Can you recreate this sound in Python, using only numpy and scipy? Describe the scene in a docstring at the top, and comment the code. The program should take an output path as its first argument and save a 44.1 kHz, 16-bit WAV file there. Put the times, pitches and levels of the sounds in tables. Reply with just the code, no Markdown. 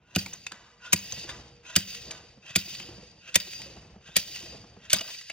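"""A slide hammer, heard close up in a large workshop. Seven times a steel weight scrapes up its rod,
touches the stop and slams home, jolting the pliers and the engine below; then it slides back, clinking.
Underneath, the engine rumbles and knocks on its swaying stand. The microphone has two ports a few
centimetres apart, the left one hearing it all slightly earlier, with a faint room tail behind."""
import sys
import numpy as np
from scipy import signal
from scipy.fft import rfft, irfft, next_fast_len
from scipy.io import wavfile
from scipy.ndimage import uniform_filter1d

SR = 44100
rng = np.random.default_rng(int(sys.argv[2]) if len(sys.argv) > 2 else 0)


def master(y):
    """Save y as 16-bit WAV."""
    cut = np.clip(np.atleast_2d(y).T, -1, 1)
    pcm = np.round(cut * 32767)  # scale
    wavfile.write(sys.argv[1], SR, pcm.astype(np.int16))


N = 234948

# the weight thrown up the rod: start_s, full_speed_s, scrape_db, whistle_re_scrape_db, low_ring_db
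THROWS = [(0.023, 0.168, -53.5, -16, 8.5), (0.802, 0.866, -41.5, -11, 7.5), (1.637, 1.705, -39, -13.5, -1),
          (2.423, 2.509, -41, -13.5, -9), (3.203, 3.294, -44, -30.5, -7.5), (4.011, 4.077, -45, -10, -12),
          (4.766, 4.855, -48, -11.5, -7.5)]
# its first touch on the stop, one to a throw: start_s, level_db, rattle_s
TOUCHES = [(0.149, -21, 0.009), (0.923, -17.5, 0.0045), (1.754, -15.5, 0.018), (2.552, -16.5, 0.006),
           (3.3427, -14.5, 0.014), (4.157, -13, 0.026), (4.8977, -16.5, 0.064)]
# the slam that follows: start_s, level_db, rattle_s, treble_db, clank_re_level_db, thump_db
SLAMS = [(0.16, -14, 0.0078, 7.5, -4, -20.5), (0.9292, -10.5, 0.0081, 13, -14.5, -24),
         (1.761, -7, 0.0062, 10.5, -15.5, -23.5), (2.558, -10, 0.0079, 10.5, -18.5, -25.5),
         (3.3556, -7, 0.0058, 10, -19.5, -32.5), (4.1654, -8, 0.0055, 11.5, -13, -36),
         (4.93, -9.5, 0.009, 13, -11, -40)]
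# modes of rod, weight and pliers: pitch_hz, sliding_t60_s, struck_db, sliding_up_db, sliding_down_db
ROD_MODES = [(640, .03, -8, -12, -24), (990, .09, -16, -7, -26), (1450, .09, -16, -2, -24),
             (1600, .05, -14, -2, -15), (1930, .06, -4, -6, -9), (2575, .045, 0, 0, -4),
             (2720, .03, -4, 3, -3), (2950, .03, -5, -5, -4), (3200, .05, -7, -4, -6),
             (3585, .05, 0, -6, -6), (3770, .03, -5, -8, -6), (3980, .05, -10, -9, -10),
             (4500, .05, -8, -14, -4), (4670, .07, -5, -12, 0), (4760, .12, 2, -11, 4),
             (5000, .03, -8, -6, -5), (5460, .03, -8, -16, -6), (6090, .04, -5, -12, -3),
             (6320, .04, -8, -4, -5), (7750, .015, -14, -14, -12), (8620, .03, -6, -22, -4),
             (9200, .02, -14, -16, -10), (10500, .02, -12, -15, -12), (12600, .03, -20, -22, -24)]


def amp(db):
    """Decibels to gain."""
    return 10 ** (np.asarray(db) / 20)


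def rms_one(x):
    """Scale to rms 1."""
    return x / np.sqrt(np.mean(x ** 2) + 1e-20)


def peak_one(x):
    """Scale to peak 1."""
    return x / np.abs(x).max()


def at_hz(points, hz):
    """Read rows of frequency_hz, value on a log frequency axis."""
    points_hz, values = np.transpose(points)
    return np.interp(np.log(hz + 1), np.log(points_hz + 1), values)


def curve(rows):
    """Straight lines through rows of time_s, value; a time out of order waits for the one before."""
    times_s, values = np.transpose(rows)
    return np.interp(np.arange(N) / SR, np.maximum.accumulate(times_s), values)


def add(out, start_s, x):
    """Mix x into out from start_s."""
    i = round(start_s * SR)
    out[i:i + len(x)] += x[:N - i]


def butter(x, hz, kind, order=2):
    """Butterworth filter."""
    return signal.sosfilt(signal.butter(order, hz, kind, fs=SR, output="sos"), x)


def crossover(x, hz):
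    """Low and high part; they add up without a dip."""
    return [butter(butter(x, hz, kind), hz, kind) for kind in ("low", "high")]


def colour(x, spectrum):
    """Minimum-phase filter from rows of frequency_hz, gain_db."""
    cepstrum = irfft(np.log(amp(at_hz(spectrum, np.arange(2049) * SR / 4096))))
    cepstrum[1:2048] *= 2
    cepstrum[2049:] = 0
    return signal.oaconvolve(x, irfft(np.exp(rfft(cepstrum))))[:N]


def ring(x, hz, t60_s):
    """One mode: a unit click sets a sine of height 1 ringing."""
    radius, angle = amp(-60 / (max(t60_s, .002) * SR)), 2 * np.pi * hz / SR
    return signal.lfilter([0, np.sin(angle)], [1, -2 * radius * np.cos(angle), radius ** 2], x + 1e-18)


def drift(rate_hz):
    """Smooth random wander of rms 1."""
    pole = np.exp(-2 * np.pi * rate_hz / SR)
    return rms_one(signal.lfilter([1], [1, -2 * pole, pole ** 2], rng.standard_normal(N + SR))[SR:])


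def grit(spread_db, size=N):
    """Noise whose samples have very uneven sizes: steel catching on steel."""
    return rms_one(rng.standard_normal(size) * amp(spread_db * rng.standard_normal(size)))


def rattle(length_s, rise_s, shiver_db=-20):
    """Force of a short shower of uneven contacts: firm start, fast fall, a faint shiver afterwards."""
    t = np.arange(3000) / SR
    shiver = amp(shiver_db) * np.exp(-t / .016)
    shape = np.minimum(t / rise_s, 1) * (np.exp(-(t / length_s) ** 2.4) + shiver)
    clumps = uniform_filter1d(rng.standard_normal(len(t)), size=40) * np.sqrt(40)
    return grit(spread_db=4.5, size=len(t)) * amp(3 * clumps) * shape


def workshop_tail(x):
    """The room's diffuse tail: octave bands of dying noise."""
    # decay of the room: frequency_hz, t60_s
    decay = [(60, 1), (500, 0.47), (3000, 0.49), (8000, 0.089), (16000, 0.13)]
    t, tail = np.arange(SR) / SR, 0
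    onset = 1 - np.exp(-t / .00097)
    for low_hz in 62.5 * 2. ** np.arange(8):
        band = butter(rng.standard_normal(SR), [low_hz, 2 * low_hz], "band")
        tail += band * amp(-60 * t / at_hz(decay, np.sqrt(2) * low_hz)) * onset
    return signal.oaconvolve(x, tail / np.linalg.norm(tail))[:N]


def near_reflections(x, decay_s=.004, change_hz=25):
    """Scatter off engine and hands within a few milliseconds; it keeps changing as they move."""
    # the part of the scatter that is unlike at the two ports: frequency_hz, gain_db
    side_colour = [(60, -27), (250, -18), (500, -17), (1000, -18), (2500, -10), (4500, -8), (7000, -20),
                   (11000, -20), (16000, -12)]
    scatter = rng.standard_normal(2000) * np.exp(-np.arange(2000) / SR / decay_s)
    reflected = signal.oaconvolve(x, scatter / np.linalg.norm(scatter))[:N]
    return drift(change_hz) * colour(reflected, side_colour)


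def microphone(x, left_lead):
    """A source with its room tail and near scatter, reaching two ports a few centimetres apart."""
    # balance of the ports: frequency_hz, left_minus_right_db
    balance = [(60, -0.5), (240, -1.0), (950, -0.5), (3770, 0.0), (15000, 0.0)]
    mid = x + amp(-22) * workshop_tail(x)
    side = near_reflections(mid)
    size = next_fast_len(N + SR)
    hz = np.arange(size // 2 + 1) * SR / size
    lead_rad = np.interp(hz, *np.transpose(left_lead))
    half_shift = np.sqrt(amp(at_hz(balance, hz))) * np.exp(.5j * lead_rad)
    left = irfft(rfft(mid + side, size) * half_shift, size)
    right = irfft(rfft(mid - side, size) / half_shift, size)
    return np.array([left[:N], right[:N]])


def stand_sway_db():
    """The stand sways under each stroke, swelling and dying away; the powers of the sways add."""
    # sways of the stand: strongest_s, level_db
    sways = [(0.259, -54), (0.6, -59), (1.319, -44), (2.1, -47.5), (2.911, -46.5), (3.767, -46.5),
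             (4.549, -46), (4.948, -54)]
    rise_db_per_s, fall_db_per_s = 33.5, 45.5
    t, power = np.arange(N) / SR, 0
    for strongest_s, db in sways:
        since_s = t - strongest_s
        power += amp(db - np.where(since_s < 0, -rise_db_per_s, fall_db_per_s) * since_s) ** 2
    return 10 * np.log10(power)


def engine_rumble(sway_db):
    """Low noise from engine and stand, gloves and sleeves rubbing in lumps, a faint wavering hum."""
    # spectrum of engine and stand: frequency_hz, gain_db
    rumble_colour = [(25, -25), (40, 4.5), (65, 7.5), (90, 4.5), (140, 6.5), (200, 1.5), (280, -7),
                     (500, -6.5), (1200, -14), (3000, -15), (9000, -76)]
    # spectrum of rubbing cloth: frequency_hz, gain_db
    rub_colour = [(150, -53.5), (300, 6), (480, -3), (700, 3), (1200, -10.5), (2500, -55.5)]
    low = amp(sway_db - 4 + 1.22 * drift(8.7)) * rms_one(colour(rng.standard_normal(N), rumble_colour))
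    lumps = amp(4 * drift(25))
    rub = amp(sway_db - 12.5) * rms_one(lumps * colour(rng.standard_normal(N), rub_colour))
    hum = amp(sway_db - 15 + 2 * drift(2)) * rms_one(ring(rng.standard_normal(N), hz=475, t60_s=.5))
    return low + rub + hum


def soft_knocks(sway_db, count=16, low_hz=90, high_hz=477):
    """Chance knocks that are louder the more the stand sways: rows of start_s, level_db, pitch_hz."""
    when, pitch, softness = rng.random((count, 3)).T
    level_db = sway_db[(when * N).astype(int)] - 18.5 - 6 * softness
    return list(zip(when * N / SR, level_db, low_hz * (high_hz / low_hz) ** (pitch ** 2)))


def stand_knocks(sway_db):
    """Soft pushes in the engine stand: a dull broad tap plus a brief low ring."""
    # the clearest knocks: start_s, level_db, pitch_hz
    clear_knocks = [(0.522, -46.5, 197), (1.124, -41, 133), (1.17, -42.5, 171), (1.238, -43, 350),
                    (1.287, -51, 544), (1.388, -44, 104), (1.449, -60, 158), (2.108, -49, 640),
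                    (2.199, -57, 108.5), (2.235, -50.5, 482), (2.371, -47.5, 197), (2.501, -47, 141),
                    (2.672, -47, 356), (2.798, -45, 353), (2.883, -39, 344), (2.974, -47, 177),
                    (3.02, -47.5, 507), (3.118, -68.5, 398), (3.175, -53.5, 138), (3.286, -54, 503),
                    (3.469, -45.5, 393), (3.597, -43.5, 157.8), (3.656, -46.5, 554), (3.701, -48.5, 537),
                    (3.846, -50, 384), (3.767, -42, 160), (3.954, -42.5, 190), (4.085, -45.5, 176),
                    (4.425, -43.5, 353), (4.46, -49.5, 632), (4.522, -48.5, 532), (4.547, -50, 104),
                    (4.638, -44.5, 260), (4.764, -42.5, 196), (4.951, -35.5, 187), (5.005, -41, 666),
                    (5.056, -52, 640), (5.296, -48.5, 683)]
    out = np.zeros(N)
    for start_s, db, hz in clear_knocks + soft_knocks(sway_db):
        force = rattle(length_s=.012, rise_s=.003)
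        note = ring(np.convolve(force, np.hanning(24)), hz, t60_s=.069)[:len(force)]
        tap = butter(force, [200, 800], "band")
        add(out, start_s, amp(db) * (peak_one(note) + amp(.5) * peak_one(tap)))
    return out


def pliers_jangle():
    """Dense uneven contacts in the loose joint of the pliers: a dull hiss plus their modes."""
    # jangles after a rebound, and clatter as the part comes free: start_s, hold_s, fade_s, level_db
    jangles = [(0.327, 0.014, 0.048, -51), (0.512, 0.023, 0.4, -51.5), (1.277, 0.021, 0.21, -46),
               (2.104, 0.021, 0.22, -49.5), (3.82, 0.011, 0.061, -61.5), (4.942, 0.035, 0.066, -44.5),
               (5.002, 0.016, 0.057, -48), (5.053, 0.051, 0.04, -49.5)]
    # modes of the pliers: pitch_hz, t60_s, level_db
    pliers_modes = [(654, 0.011, 0), (989, 0.049, 0.5), (1216, 0.039, 1), (1505, 0.066, -0.5),
                    (1680, 0.05, -3), (1960, 0.05, -1), (2300, 0.02, -4.5), (2926, 0.02, -1),
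                    (3510, 0.034, -9), (3800, 0.03, -2.5)]
    # hiss of the joint: frequency_hz, gain_db
    joint_hiss = [(300, -24), (700, 1.5), (1800, 0), (4000, -7.5), (7000, -0.5), (10000, -29)]
    levels = []
    for start_s, hold_s, fade_s, db in jangles:
        end_s = start_s + hold_s + fade_s
        levels += [(start_s - .004, -90), (start_s, db), (start_s + hold_s, db),
                   (end_s, db - 24), (end_s + .004, -90)]
    contacts = grit(spread_db=4) * amp(2 * drift(90))
    modes = sum(amp(db) * rms_one(ring(np.roll(contacts, (k + 1) * 7000), hz, t60_s))
                for k, (hz, t60_s, db) in enumerate(pliers_modes))
    hiss = rms_one(colour(contacts, joint_hiss))
    return amp(curve(levels)) * rms_one(hiss + amp(3.5) * rms_one(modes))


def steel_strike(force, ring_db, t60_scale, treble_db, bass_cut_hz):
    """A shower of contacts sounds as a broad crack plus the rod's modes, each at a chance strength."""
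    # spectrum of the crack: frequency_hz, gain_db
    crack_colour = [(60, -3), (250, -8.5), (650, 0.5), (1200, -4.5), (1900, 9.5), (2700, 16), (4700, 10.5),
                    (7500, 11), (10500, -3.5), (13500, -6.5), (15300, -3.5), (16000, -21.5), (16800, -60.5)]
    force = np.pad(force, (0, 6000))
    chances_db = rng.normal(0, 2.5, len(ROD_MODES))
    modes = sum(amp(db + chance_db) * ring(force, hz, t60_s * t60_scale)
                for (hz, t60_s, db, _, _), chance_db in zip(ROD_MODES, chances_db))
    sound = rms_one(colour(force, crack_colour)[:len(force)]) + amp(ring_db) * rms_one(modes)
    sound /= 3 * np.sqrt(uniform_filter1d(sound ** 2, size=130).max())   # peak near 1
    sound = butter(sound, bass_cut_hz, "high")
    return sound + (amp(treble_db) - 1) * butter(sound, 8250, "high")


def rod_clinks():
    """Loose steel taps the rod; each light contact favours one pitch, and higher ones ring longer."""
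    # clinks on the rod: start_s, level_db, pitch_hz, note_db
    clinks = [(0.26, -33, 2430, -8), (0.264, -51, 1020, 3.5), (0.3315, -41.5, 6220, 2.5),
              (0.4652, -28.5, 2680, -6), (0.5181, -33, 1570, -8.5), (0.989, -45, 6520, 4.5),
              (1.122, -34, 6240, 2.5), (1.29, -36.5, 3660, -7), (1.291, -45.5, 1710, 4.5),
              (1.3, -36.5, 3670, -8), (1.652, -56.5, 2640, 4), (1.947, -36, 4860, -13),
              (2.108, -30, 5000, -16), (2.112, -43.5, 6150, -0.5), (2.462, -50, 2720, 1),
              (2.749, -35, 4850, -11), (2.798, -38.5, 3095, -3), (3.532, -34, 3010, -32),
              (3.617, -33.5, 2770, -15), (4.359, -34, 2780, -7.5), (4.943, -26.5, 3680, -5.5),
              (4.985, -39, 4970, 6.5), (4.992, -34, 3000, -2), (5.008, -26.5, 2920, -12.5),
              (5.146, -42.5, 2320, -6), (5.21, -42.5, 2040, -7), (5.2965, -34, 2200, -2),
              (5.301, -44.5, 2850, 7.5)]
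    out, t60_s_per_khz = np.zeros(N), .0048
    for start_s, db, hz, note_db in clinks:
        force = rattle(length_s=.006, rise_s=.001, shiver_db=-10)
        tick = steel_strike(force, ring_db=-5, t60_scale=.5, treble_db=-12, bass_cut_hz=800)
        note = ring(np.pad(force, (0, 3000)), hz, t60_s_per_khz * hz / 1000)
        add(out, start_s, amp(db + 6) * tick)
        add(out, start_s, amp(db + note_db + 10) * peak_one(note))
    return out


def steel_scrape(hiss_colour, modes_db, ring_db, treble_db, waver_db):
    """Rough steel on steel: hiss plus the rod's modes, each wavering and rubbed by its own grit."""
    roughness = grit(spread_db=2)
    lumps = amp(1.3 * drift(40) + drift(150))
    waver, modes = drift(10), 0
    for k, ((hz, t60_s, *_), db) in enumerate(zip(ROD_MODES, modes_db)):
        force = np.diff(np.roll(roughness, (k + 1) * 9000), prepend=0) * lumps
        modes += amp(db + waver_db * np.roll(waver, k * 13000)) * rms_one(ring(force, hz, t60_s))
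    hiss = rms_one(colour(roughness * lumps, hiss_colour))
    low, high = crossover(rms_one(hiss + amp(ring_db) * rms_one(modes)), hz=7500)
    treble, top = crossover(high, hz=12000)
    return low + amp(treble_db) * treble + amp(2.4 * treble_db) * top   # the top swings further


def weight_sliding_down():
    """Jolted by the slam, the weight chatters, settles, scrapes down the rod and brakes."""
    # one slide to a slam: fastest_s, fastest_db, brake_s, brake_db, rest_s
    slides = [(0.3, -46.5, 0.4, -51.5, 0.96), (1.18, -38.5, 1.46, -53.5, 1.74),
              (1.93, -38, 2.284, -57, 2.52), (2.703, -38, 3.223, -61, 3.4), (3.544, -40, 3.76, -52.5, 4.12),
              (4.361, -38, 4.505, -46, 4.96), (5.1, -39, 5.58, -60, 5.5)]
    # hiss on the way down: frequency_hz, gain_db
    down_hiss = [(300, -36), (1200, -22), (1900, -9), (2700, -5), (4100, -5), (4700, 0), (5600, 0),
                 (7000, -1), (9000, -4), (10500, -8), (12000, -11), (15500, -6), (16300, -24)]
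    jolt_db, settle_db, rest_db = -31.5, -44, -73.5
    treble_hold_s, treble_fade_db_per_s = .1, 27
    t, slams_s, levels = np.arange(N) / SR, np.array(SLAMS)[:, 0], []
    for (fastest_s, fastest_db, brake_s, brake_db, rest_s), slam_s in zip(slides, slams_s):
        levels += [(slam_s - .01, -90), (slam_s + .026, jolt_db), (slam_s + .079, settle_db),
                   (fastest_s, fastest_db), (brake_s, brake_db), (rest_s, rest_db)]
    since_slam_s = t - slams_s[np.maximum(np.searchsorted(slams_s, t) - 1, 0)]
    treble_db = -treble_fade_db_per_s * np.maximum(since_slam_s - treble_hold_s, 0)
    modes_db = [down_db for *_, down_db in ROD_MODES]
    scrape = steel_scrape(down_hiss, modes_db, ring_db=2, treble_db=treble_db, waver_db=1.8)
    return amp(curve(levels)) * scrape


def over_throws(at_start, at_stop):
    """A curve that runs between two values on every throw; each is one number or one per throw."""
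    starts = np.broadcast(np.array(THROWS)[:, 0], at_start)
    stops = np.broadcast(np.array(TOUCHES)[:, 0], at_stop)
    return curve([row for ends in zip(starts, stops) for row in ends])


def rod_whistle(start_hz, end_hz, width_hz):
    """A noisy resonance that climbs as the rising weight shortens the free end of the rod."""
    phase = 2 * np.pi * np.cumsum(over_throws(start_hz, end_hz)) / SR
    return drift(width_hz) * np.cos(phase) + drift(width_hz) * np.sin(phase)


def weight_thrown_up():
    """The weight speeds up the rod and eases as it flies free; its scrape brightens towards the stop."""
    # hiss on the way up: frequency_hz, gain_db
    up_hiss = [(300, -35), (800, -15.5), (1400, -2.5), (2700, -12.5), (4000, -13.5), (6200, -2),
               (7500, -4.5), (10000, -24.5), (16000, -36.5)]
    levels, onset_db, ease_db = [], -19.5, -6.5
    for (start_s, full_speed_s, db, _, _), (touch_s, _, _) in zip(THROWS, TOUCHES):
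        levels += [(start_s - .026, -90), (start_s, db + onset_db), (full_speed_s, db),
                   (full_speed_s + .015, db + ease_db), (touch_s, db + ease_db), (touch_s + .025, -90)]
    *_, whistle_db, low_ring_db = np.transpose(THROWS)
    grip_db = over_throws(low_ring_db, low_ring_db)   # a firm grip damps the weight's low modes
    modes_db = [up_db + grip_db * (900 < hz < 1500) for hz, _, _, up_db, _ in ROD_MODES]
    scrape = steel_scrape(up_hiss, modes_db, ring_db=8, treble_db=over_throws(-3, 0), waver_db=2.5)
    whistle = rod_whistle(start_hz=2352, end_hz=4012.8, width_hz=73)
    whistle += amp(-10.5) * rod_whistle(start_hz=1225, end_hz=2090, width_hz=22)
    return amp(curve(levels)) * (scrape + amp(over_throws(whistle_db, whistle_db)) * whistle)


def stand_thumps():
    """Each slam thumps the stand twice, as it is lifted and as it drops back."""
    # modes of the stand: pitch_hz, t60_s, level_db
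    stand_modes = [(99.6, 0.32, -22), (154, 0.082, -24.5), (170.2, 0.052, -3), (194.3, 0.29, -16),
                   (223.6, 0.046, -4), (306, 0.026, -2.5)]
    push = np.zeros(N)
    for start_s, *_, thump_db in SLAMS:
        add(push, start_s + .005, amp(thump_db) * np.hanning(60) / 30)
        add(push, start_s + .0155, amp(thump_db) * np.hanning(100) / 50)
    thumps = sum(amp(db) * ring(push, hz, t60_s) for hz, t60_s, db in stand_modes)
    return butter(thumps, 85, "high")   # keep the thump tight, without deep boom


def hammer_blows():
    """The weight touches its stop, then slams home; the engine block clanks a moment later."""
    out = np.zeros(N)
    for start_s, db, rattle_s in TOUCHES:
        force = rattle(rattle_s, rise_s=.0015)
        touch = steel_strike(force, ring_db=-4, t60_scale=.6, treble_db=-5, bass_cut_hz=1500)
        add(out, start_s, amp(db) * touch)
    for start_s, db, rattle_s, treble_db, clank_db, _ in SLAMS:
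        force = rattle(rattle_s, rise_s=.0005)
        slam = steel_strike(force, ring_db=-5, t60_scale=.7, treble_db=treble_db, bass_cut_hz=1000)
        clank = .5 * ring(force, 330, .008) + ring(force, 650, .016) + ring(force, 1450, .01)
        add(out, start_s, amp(db + 7) * slam)
        add(out, start_s + .00296, amp(db + clank_db) * peak_one(clank))
    return out


def scene():
    """The hammer and the engine stand, each reaching the microphone from its own direction."""
    # direction of the hammer: frequency_hz, left_lead_rad
    hammer_lead = [(0, 0), (900, 0.2), (1800, 0.1), (2760, 1.3), (3960, 0.5), (4900, 2.1), (5600, 1.4),
                   (8100, 2.9), (11000, 3.25), (12900, 3.8), (14600, 4.9), (15600, 5.7), (16500, 6.0)]
    # direction of the stand, further left: frequency_hz, left_lead_rad
    stand_lead = [(0, 0), (450, .2), (900, 1.3), (1300, .5), (1600, .1)]
    scrapes = weight_thrown_up() + weight_sliding_down()
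    impacts = hammer_blows() + stand_thumps() + rod_clinks() + pliers_jangle()
    hammer = microphone(scrapes + impacts, hammer_lead)
    sway_db = stand_sway_db()
    return hammer + microphone(stand_knocks(sway_db) + engine_rumble(sway_db), stand_lead)


def record(dry):
    """The microphone drops the deep bass, loud peaks are rounded off, and the top is cut."""
    ceiling, cutoff_hz = .68, 16950
    heard = butter(dry, 48, "high", order=4)
    rounded = heard / (1 + np.abs(heard / ceiling) ** 4) ** .25
    return signal.sosfilt(signal.cheby2(20, 90, cutoff_hz, fs=SR, output="sos"), rounded)


dry = scene()
out = record(dry)
master(out)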